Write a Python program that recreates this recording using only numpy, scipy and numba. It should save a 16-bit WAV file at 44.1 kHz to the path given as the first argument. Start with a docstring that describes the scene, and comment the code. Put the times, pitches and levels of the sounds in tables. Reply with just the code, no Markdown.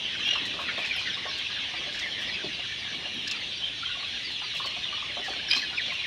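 """Shed of young chickens

Countless far peeps, glides of some tens of milliseconds, merge into a shrill wash; nearer ones glide through it.
One bird trills and one squawks close by, each with several rough voices at once. A flicked drinker pin and
knocked plastic ring as dying modes, scratched litter is crackly noise, the air is coloured noise, and a thin
electrical whine is a tone chopped sixty times a second."""
import sys
import numpy as np
from scipy import signal
from scipy.fft import rfft, irfft, next_fast_len
from scipy.io import wavfile
from scipy.ndimage import uniform_filter1d
from numba import njit

SR = 44100
rng = np.random.default_rng(int(sys.argv[2]) if len(sys.argv) > 2 else 0)


def gain_from_decibels(decibels):
    """Convert decibel values to linear amplitude factors."""
    exponent = np.asarray(decibels, float) / 20
    return 10 ** exponent


def put_to_file(sound):
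    """Save the sound as 16-bit audio at rate SR, in the file named by the first command-line argument."""
    columns = np.atleast_2d(sound).T  # one column per channel
    safe = np.clip(columns, -1, 1)
    whole_steps = np.round(safe * 32767)
    wavfile.write(sys.argv[1], SR, whole_steps.astype(np.int16))


N = 267466


def evened(x):
    """Scales to rms 1."""
    return x / np.sqrt(np.mean(x ** 2) + 1e-20)


def read(points, hz):
    """Reads a spectrum on a log-frequency axis."""
    f, value = np.transpose(points)
    return np.interp(np.log(hz + 1), np.log(f + 1), value)


def gain_curve(points):
    """Gain over the scene from (t/s, level/dB) points."""
    s, db = np.transpose(points)
    return gain_from_decibels(np.interp(np.arange(N) / SR, s, db))


def add(mix, s, sound):
    """Mixes a sound in at s seconds."""
    part = mix[max(round(s * SR), 0):][:len(sound)]
    part += sound[:len(part)]


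def coloured(x, db_at):
    """Filters x by a rule that gives dB at each frequency."""
    size = next_fast_len(len(x))
    gain = gain_from_decibels(db_at(np.fft.rfftfreq(size, 1 / SR)))
    return irfft(rfft(x, size) * gain, size)[:len(x)]


def wander(length, smooth_s):
    """Smooth random curve of rms 1."""
    size = max(round(smooth_s * SR), 2)
    once = uniform_filter1d(rng.standard_normal(length), size)
    return evened(uniform_filter1d(once, size))


def patchy(spectrum, patchy_db):
    """Noise of a given colour in patches that drift over time and frequency; rms 1."""
    frames, hz = N // 256 + 5, np.fft.rfftfreq(1024, 1 / SR)
    a, b, patches = rng.standard_normal((frames, 513, 3)).T
    patches = uniform_filter1d(patches, 8, 0)
    patches = evened(uniform_filter1d(patches, 10, 1))
    z = (a + 1j * b) * gain_from_decibels(read(spectrum, hz)[:, None] + patchy_db * patches)
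    return evened(signal.istft(z, nperseg=1024, noverlap=768)[1][:N])


def shed(x):
    """Reverberation: sparse echoes of random sign, each band dying at its own speed."""
    # decay of the room: f/Hz, t60/s
    decay = [(300, 0.67), (1500, 0.94), (3000, 1), (6000, 0.2), (12000, 0.7)]
    taps = np.zeros(SR)
    at = np.arange(300, SR - 20, 20)
    taps[at + rng.integers(0, 20, len(at))] = rng.choice([-1., 1.], len(at))
    hz, t, z = signal.stft(taps, SR, nperseg=256)
    z = z * gain_from_decibels(-60 * t / read(decay, hz)[:, None])
    tail = signal.istft(z, SR, nperseg=256)[1]
    return signal.fftconvolve(x, tail / np.linalg.norm(tail))[:len(x)]


def whine():
    """Electrical whine: each chop restarts the tone, a little above or below its centre."""
    level_db, centre_hz, offset_hz = -68, 8850, 55
    chops_per_s, start_s, on_share = 59.995, .0035, .76
    chops = (np.arange(N) / SR - start_s) * chops_per_s + 1
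    which, u = chops.astype(int), chops % 1
    side, wobble = rng.random((which[-1] + 1, 2)).T
    hz = centre_hz + offset_hz * (np.sign(side - .5) + wobble - .5)
    gate = np.clip(np.minimum(u, on_share - u) / .08, 0, 1)
    tone = np.sin(2 * np.pi * hz[which] * u / chops_per_s)
    return gain_from_decibels(level_db) * evened(gate * tone)


def air():
    """Noise: steady drone of fans, changing rumble of shuffling feet, hiss of the farthest birds."""
    # rumble of feet: t/s, level/dB rms
    rumble = [(0.0, -49.5), (0.13, -50), (0.57, -46), (0.99, -50), (2.41, -48.5), (2.62, -52), (3.04, -49),
              (3.93, -53.5), (5.7, -50), (6.06, -53.5)]
    # spectra of feet, fans and hiss: f/Hz, relative density/dB
    feet_colour = [(80, -29), (140, -7), (200, 2), (280, 0.5), (500, -4.5), (1300, -7), (2500, -45)]
    fans_colour = [(25, -60), (40, -12.5), (55, 0), (90, -2.5), (140, -5), (250, -26), (600, -60)]
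    hiss_colour = [(3800, -10), (5000, 9), (6000, 8), (6800, 3), (7400, -4), (8200, -9), (10000, -12),
                   (13000, -25), (15700, -30)]
    feet = gain_curve(rumble) * patchy(feet_colour, 2.2)
    fans = gain_from_decibels(-55) * patchy(fans_colour, 0.44)
    hiss = gain_from_decibels(-55) * patchy(hiss_colour, 2.5)
    return feet + fans + hiss


@njit
def scatter(length, starts, sizes, hz, fall, lengths, unsteady, overtone, rate):
    """Sums falling glides; each reads the unsteadiness from its own place."""
    out = np.zeros(length)
    for k in range(len(starts)):
        angle = 0.
        for i in range(min(lengths[k], length - starts[k])):
            u = i / lengths[k]
            glide_hz = hz[k] * (1 - fall[k] * (u - .5))
            angle += 2 * np.pi * glide_hz * unsteady[(k * 7919 + i) % length] / rate
            out[starts[k] + i] += sizes[k] * u * (1 - u) * np.sin(angle + overtone * np.sin(angle))
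    return out


def flock(count=4800):
    """Many hundreds of falling peeps a second, at every pitch a chick can reach and many strengths."""
    # loudness of the far flock: t/s, level/dB
    loudness = [(0.0, -34.5), (0.25, -34), (0.61, -35), (0.99, -33.5), (3.39, -36.5), (3.88, -35),
                (4.08, -35.5), (6.06, -34.5)]
    # filter on the flock: f/Hz, gain/dB
    colour = [(1400, -21), (2000, -16), (2600, -5), (3300, -1), (4000, -3), (4800, -14), (6000, -13),
              (7000, -12.5), (8200, -40), (12000, -72)]
    when, pitch, fall, length, size = rng.random((count, 5)).T
    total = N + SR  # the first second only fills the echoes
    starts = (when * total).astype(np.int64)
    sizes = gain_from_decibels(-2.3 * np.log(size + .04))
    lengths = ((.025 + .06 * length) * SR).astype(np.int64)
    unsteady = 1 + 0.0078 * wander(total, 0.0031)
    out = scatter(total, starts, sizes, 1400 * 2 ** (2.1 * pitch), .06 + .25 * fall,
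                  lengths, unsteady, 0.15, SR)
    out = coloured(out, lambda hz: read(colour, hz))
    # the flock's echo drifts round between three different reverberation tails
    turn = np.arange(total) * 2 * np.pi * 3.1 / SR
    echoes = sum(shed(out * np.cos(turn + k * np.pi / 3)) for k in range(3))
    far = evened(evened(echoes) + .82 * evened(out))[SR:]
    return far * gain_curve(loudness)


def scratches():
    """Feet and beaks in dry litter: crackly noise bursts that start sharply, duller toward the treble."""
    # bursts: t/s, level before filtering/dB, decay to 1/e/s, treble fall from 5.2 to 10.5 kHz/dB per octave
    bursts = [(0.453, -52.5, 0.023, 20.5), (0.6, -59.5, 0.05, 18), (0.779, -56, 0.034, 21),
              (0.85, -60.5, 0.047, 27), (0.991, -60, 0.034, 27), (1.3778, -56, 0.021, 19),
              (1.926, -63.5, 0.056, 31), (1.99, -60, 0.03, 29.5), (2.2029, -55.5, 0.041, 13),
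              (2.95, -65, 0.027, 15), (3.274, -52.5, 0.011, 32), (3.311, -47.5, 0.011, 29.5),
              (3.6526, -66, 0.038, 2), (4.21, -63.5, 0.044, 18), (4.308, -63, 0.038, 14),
              (4.546, -55, 0.065, 14), (4.657, -53.5, 0.022, 20), (5.238, -61, 0.085, 26),
              (5.4969, -53, 0.035, 2), (5.561, -57, 0.03, 32), (5.931, -56.5, 0.016, 16)]
    # filter of the litter: f/Hz, gain/dB
    litter = [(500, -35), (3500, 0), (10500, 0), (13000, -4), (16000, -7)]
    out = np.zeros(N)
    t = np.arange(round(.15 * SR)) / SR
    for s, db, length, dull_db in bursts:
        grit = rng.standard_normal(len(t)) * gain_from_decibels(3 * wander(len(t), .002))
        grit = coloured(grit, lambda hz: read(litter, hz)
                        - dull_db * np.log2(np.clip(hz, 5200, 10500) / 10500))
        shape = np.exp(-(t / max(length, .003)) ** 2) * np.minimum(t / .001, 1)
        add(out, s, gain_from_decibels(db - 0.5) * grit * shape)
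    return out


def pin():
    """Drinker pin flicked by a finger: small steel rings very high and briefly."""
    # flicks: t/s, level of a 0 dB mode/dB
    flicks = [(0.2728, -51), (0.9637, -46.5), (2.0757, -63), (2.1211, -65), (3.1428, -58), (3.1916, -62),
              (3.2266, -62), (4.0861, -61), (5.9733, -68)]
    # modes of the pin: f/Hz, level/dB, t60/s
    modes = [(11200, -1.5, 0.062), (11300, -7, .06), (9500, -10, .04)]
    out, t = np.zeros(N), np.arange(round(.2 * SR)) / SR
    sound = sum(gain_from_decibels(db - 60 * t / t60) * np.sin(2 * np.pi * hz * t) for hz, db, t60 in modes)
    for s, db in flicks:
        add(out, s, gain_from_decibels(db) * sound)
    return out


def ring(modes, weights_db, length_s=.2):
    """Dying modes after a blow, slightly detuned each time; peak 1."""
    t = np.arange(round(length_s * SR)) / SR
    detune = 1 + 0.033 * rng.standard_normal(len(modes))
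    sound = np.zeros(len(t))
    for (hz, db, t60), weight_db, d in zip(modes, weights_db, detune):
        sound += gain_from_decibels(db + weight_db - 60 * t / t60) * np.sin(2 * np.pi * hz * d * t)
    return sound / abs(sound).max()


def knocks(faint_count=50):
    """Cups and pipe: soft rattles with a rebound excite the modes near the spot's pitch; faint pecks between."""
    # blows: t/s, peak level/dB, pitch of the spot struck f/Hz
    blows = [(0.356, -27.5, 1210), (0.59, -25.5, 1060), (0.42, -36, 320), (0.605, -33, 720),
             (0.78, -27.5, 623), (1.012, -36, 1050), (1.168, -37.5, 1200), (1.253, -32, 690),
             (1.26, -31, 1050), (1.738, -33.5, 900), (2.441, -28.5, 348), (2.462, -33, 300),
             (2.593, -39, 690), (2.851, -39.5, 867), (3.051, -36, 725), (3.252, -39, 260), (4, -38, 1090),
             (4.418, -34, 1230), (4.599, -29, 1210), (4.644, -30, 1210), (4.652, -37, 600),
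             (4.765, -36, 720), (4.926, -31.5, 1200), (4.976, -34, 1060), (5.023, -32.5, 1200),
             (5.171, -28.5, 775), (5.195, -34, 480), (5.281, -28, 700), (5.3, -34, 450),
             (5.361, -37.5, 576), (5.53, -35, 1000), (5.562, -33, 1000), (5.565, -36, 270),
             (5.881, -37, 656)]
    # modes of the plastic: f/Hz, level/dB, t60/s
    plastic = [(285, 2, 0.044), (405, 1.5, 0.032), (605, 1.5, 0.085), (719, 6, 0.05), (881, 4.5, 0.03),
               (1097, 8.5, 0.054), (1200, 8.5, 0.032), (1400, -8, 0.038)]
    out, hz, t = np.zeros(N), np.transpose(plastic)[0], np.arange(3000) / SR
    faint = [(when * N / SR, -46 + 7 * size, 500 * 3 ** spot)
             for when, size, spot in rng.random((faint_count, 3))]
    late = np.maximum(t - .022, 0)
    push = t * np.exp(-t / .005) + .12 * late * np.exp(-late / .008)  # blow and rebound
    for s, db, spot_hz in list(blows) + faint:
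        rattle = rng.standard_normal(len(t)) * push
        sound = signal.fftconvolve(ring(plastic, -24 * abs(np.log2(hz / spot_hz))), rattle)
        # little below the spot's pitch
        sound = coloured(sound, lambda f: -14 * np.maximum(np.log2(spot_hz / (f + 1)) - .5, 0))
        add(out, s - .003, gain_from_decibels(db) * sound / abs(sound).max())
    return out


def voice(hz, jitter, flutter_db, overtones_db):
    """The syrinx: nearly a sine with unsteady pitch and strength, and weak overtones."""
    turns = np.cumsum(hz * (1 + jitter * wander(len(hz), 0.0017))) / SR
    partials_db = [0, *overtones_db]
    tone = sum(gain_from_decibels(db) * np.sin(2 * np.pi * k * turns) for k, db in enumerate(partials_db, 1))
    return np.sqrt(2) * tone * gain_from_decibels(flutter_db * wander(len(hz), 0.0026))


def peeps(rows):
    """Each peep is one glide with a quick start and a softer end; low voices are hoarser."""
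    out = np.zeros(N)
    for s, db, length, start_hz, end_hz in rows:
        u = np.linspace(0, 1, round(length * SR))
        shape = np.sin(np.pi * u ** 0.82) ** 1.38
        jitter = .006 + 1e5 / (start_hz * end_hz)
        glide_hz = start_hz + (end_hz - start_hz) * u
        add(out, s, gain_from_decibels(db) * shape * voice(glide_hz, jitter, 3.5, [-36]))
    return out


def chatter(range_hz, tilt_db, count):
    """Peeps at random moments, mostly falling, tilted in level across the pitch range; rms 1."""
    when, pitch, fall, length, size = rng.random((count, 5)).T
    hz = range_hz[0] * (range_hz[1] / range_hz[0]) ** pitch
    end_hz = hz * (1.03 - .25 * fall ** 2)
    level_db = tilt_db * pitch - 8 * size
    return evened(peeps(zip(when * N / SR, level_db, .03 + .05 * length, hz, end_hz)))


def neighbours():
    """Birds a few steps away call at random: low voices vary in level, high ones keep one level."""
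    # low voices: t/s, level/dB rms
    low_level = [(0.0, -43), (0.79, -43.5), (2.8, -45), (3.46, -52.5), (4.42, -47.5), (4.88, -50.5),
                 (5.13, -50), (5.67, -48), (6.06, -50)]
    low = gain_curve(low_level) * chatter((1620, 2350), 4.1, count=340)
    high = gain_from_decibels(-43.5) * chatter((2600, 4900), -9, count=120)
    return low + high


def near_peeps():
    """The nearest single peeps, each a short glide."""
    # peeps: t/s, peak level before flutter/dB rms, length/s, start f/Hz, end f/Hz
    calls = [(.031, -37, 0.041, 3350, 2940), (.181, -40, .037, 3860, 4080), (.255, -41, 0.056, 2400, 2180),
             (.392, -42, .03, 1810, 1800), (.44, -39, .045, 1960, 1944), (.502, -38, .033, 2780, 2400),
             (.627, -36.5, .12, 2850, 1802), (.66, -37, 0.067, 2190, 1410), (.669, -37, 0.043, 3360, 3100),
             (.679, -40, .039, 1390, 1550), (.764, -37, 0.043, 3830, 2880),
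             (.792, -35.5, 0.088, 2590, 2070), (.898, -30.5, .045, 2510, 2120),
             (.927, -49, .086, 5790, 4480), (.962, -35, 0.065, 2590, 2350), (.972, -38, .045, 3190, 3190),
             (1.05, -36.5, .065, 2080, 1710), (1.052, -41, 0.069, 1626, 1470),
             (1.063, -42, .033, 4650, 3960), (1.094, -33, .03, 3600, 2550), (1.119, -47, .063, 5410, 4370),
             (1.124, -36.5, 0.049, 3810, 3710), (1.214, -39, .043, 2436, 1500),
             (1.231, -39, .048, 2316, 1396), (1.27, -46, .06, 5400, 5500), (1.335, -46, .05, 5200, 4300),
             (1.382, -38, .039, 3190, 3240), (1.398, -39.5, .032, 2400, 1550),
             (1.544, -42.5, 0.06, 1970, 1204), (1.617, -38, .099, 3400, 2910),
             (1.742, -38, .066, 2420, 2230), (1.758, -44, .052, 4850, 4450),
             (1.939, -41.5, .033, 1767, 1610), (2.007, -35, .045, 3960, 3040),
             (2.024, -34, 0.039, 2210, 2000), (2.045, -36.5, .043, 2200, 1600),
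             (2.155, -41, 0.078, 1940, 1680), (2.25, -46, .06, 5140, 5150), (2.274, -43, 0.048, 4490, 3980),
             (2.27, -41, .054, 2330, 2270), (2.275, -36.5, 0.052, 1940, 1995),
             (2.31, -46, 0.069, 5100, 4650), (2.435, -45, .028, 4850, 4500), (2.52, -43, 0.064, 5200, 3920),
             (2.673, -42, 0.085, 1760, 1853), (2.762, -47.5, 0.087, 5200, 4450),
             (2.863, -44, .076, 1747, 1550), (3.259, -42, .045, 1730, 1765),
             (3.342, -47.5, .05, 1380, 1350), (3.355, -43, .033, 4850, 4450), (3.39, -42, .05, 2120, 2040),
             (3.384, -45.5, .077, 4350, 4200), (3.539, -46, .061, 4840, 4170),
             (3.621, -32.5, .048, 3280, 3010), (3.649, -34.5, 0.047, 3590, 2850),
             (3.725, -37, 0.041, 3490, 3220), (3.822, -38, 0.033, 1273, 1610),
             (3.843, -33, 0.064, 3360, 2970), (3.875, -43, 0.074, 1480, 1457),
             (3.983, -42, .057, 4450, 4170), (4.029, -39, 0.085, 3600, 2965),
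             (4.14, -41, 0.038, 3410, 3200), (4.14, -37, 0.053, 3000, 2290), (4.222, -41.5, .1, 5040, 3940),
             (4.231, -43, .065, 2050, 2065), (4.318, -41.5, .065, 4200, 4250),
             (4.345, -37, 0.035, 3640, 3250), (4.43, -43, .045, 4800, 4400), (4.495, -39, .051, 3700, 3800),
             (4.628, -39, .1, 4440, 4130), (4.664, -38, 0.032, 3200, 2880),
             (4.815, -35.5, 0.081, 3880, 3070), (4.874, -34, .032, 3080, 2770),
             (4.908, -43, .065, 4400, 4330), (4.925, -38, .038, 3070, 2860), (4.988, -39, .038, 2400, 2600),
             (5.083, -39.5, 0.047, 2650, 1390), (5.162, -37, .04, 3150, 3030),
             (5.227, -37, .063, 2004, 1584), (5.32, -42.5, .029, 1790, 1400),
             (5.332, -39, .033, 2380, 2250), (5.36, -40, 0.04, 4520, 3550), (5.389, -42, 0.026, 1600, 1720),
             (5.475, -39, .035, 5650, 5000), (5.483, -38, .019, 1696, 1670), (5.518, -42, .045, 1690, 1570),
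             (5.611, -33.5, 0.049, 2090, 1500), (5.606, -45, .04, 5850, 5750),
             (5.688, -41, .035, 3990, 4180), (5.724, -39, 0.047, 1516, 1335),
             (5.755, -45, .045, 5100, 5200), (5.768, -30, .04, 2800, 2000),
             (5.783, -31.5, 0.033, 2220, 1620), (5.806, -38, .045, 4080, 3780),
             (5.841, -34, .06, 3710, 2970), (5.89, -34.5, 0.042, 2400, 1860),
             (5.944, -37, 0.029, 2900, 2620), (5.984, -39, 0.034, 3820, 4020),
             (6.032, -33.5, 0.038, 2400, 1510)]
    return peeps(calls)


def cry(voices, throb_hz, throb_db, sag_per_db, climb_per_s, jitter, overtones_db, rasp):
    """Rough voices of one throat throb together; pitch sags with less effort and drifts with time."""
    edge_db = -20  # effort where a voice starts and stops
    out = np.zeros(N)
    for (peak_s, db, hz, rise, fall), overtone_db in zip(voices, overtones_db):
        t = np.arange(-rise, fall, 1 / SR)
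        effort_db = edge_db * np.maximum(-t / rise, t / fall)
        throb = throb_db * np.cos(2 * np.pi * throb_hz * (t + peak_s - voices[0][0]))
        pitch_hz = hz * (1 + sag_per_db * effort_db + climb_per_s * t)
        tone = voice(pitch_hz, jitter, 3.3, overtone_db)
        tone = tone * (1 + rasp * wander(len(t), 0.00059))
        edges = signal.windows.tukey(len(t), .1)
        add(out, peak_s - rise, gain_from_decibels(db + effort_db + throb) * tone * edges)
    return out


def trill():
    """One bird trills: two voices throbbing 40 times a second."""
    # voices: peak t/s, level before throb and rasp/dB rms, f/Hz, rise/s, fall/s
    voices = [(.31, -28, 2900, .13, .13), (.28, -31.5, 3300, .11, .2)]
    return cry(voices, throb_hz=40, throb_db=3.5, sag_per_db=.007, climb_per_s=0.0094, jitter=.012,
               overtones_db=[[-16, -42], [-36]], rasp=.35)


def squawk():
    """One bird squawks: six raspy voices at once, climbing."""
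    # voices: peak t/s, level before throb and rasp/dB rms, f/Hz, rise/s, fall/s
    voices = [(5.512, -26.5, 2450, .014, 0.096), (5.522, -23.5, 3130, .02, .06),
              (5.512, -28, 3950, .012, .035), (5.572, -29, 4070, .06, .09), (5.503, -30, 4950, .015, .1),
              (5.55, -38, 5450, .06, .07)]
    return cry(voices, throb_hz=46, throb_db=3, sag_per_db=.0005, climb_per_s=.6, jitter=.013,
               overtones_db=[[-22, -32], [-30, -42], [-38], [-38, -35], [-28], [-30]], rasp=.55)


def scene():
    """Near sources with a little of the shed, over the far flock and the air."""
    background = whine() + air() + flock()
    near = scratches() + pin() + knocks()
    birds = neighbours() + near_peeps() + trill() + squawk()
    echoes = shed(gain_from_decibels(-11) * birds + gain_from_decibels(-12.5) * near)
    return (background + near + birds + echoes)[None]


def roll_off(x):
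    """The treble ends steeply here."""
    return signal.sosfilt(signal.butter(12, 15870, fs=SR, output="sos"), x)


def record(dry):
    """The microphone cuts the lowest bass."""
    bass_cut = signal.butter(6, 44, "high", fs=SR, output="sos")
    mix = signal.sosfilt(bass_cut, dry)
    return roll_off(mix)


dry = scene()
out = record(dry)
put_to_file(out)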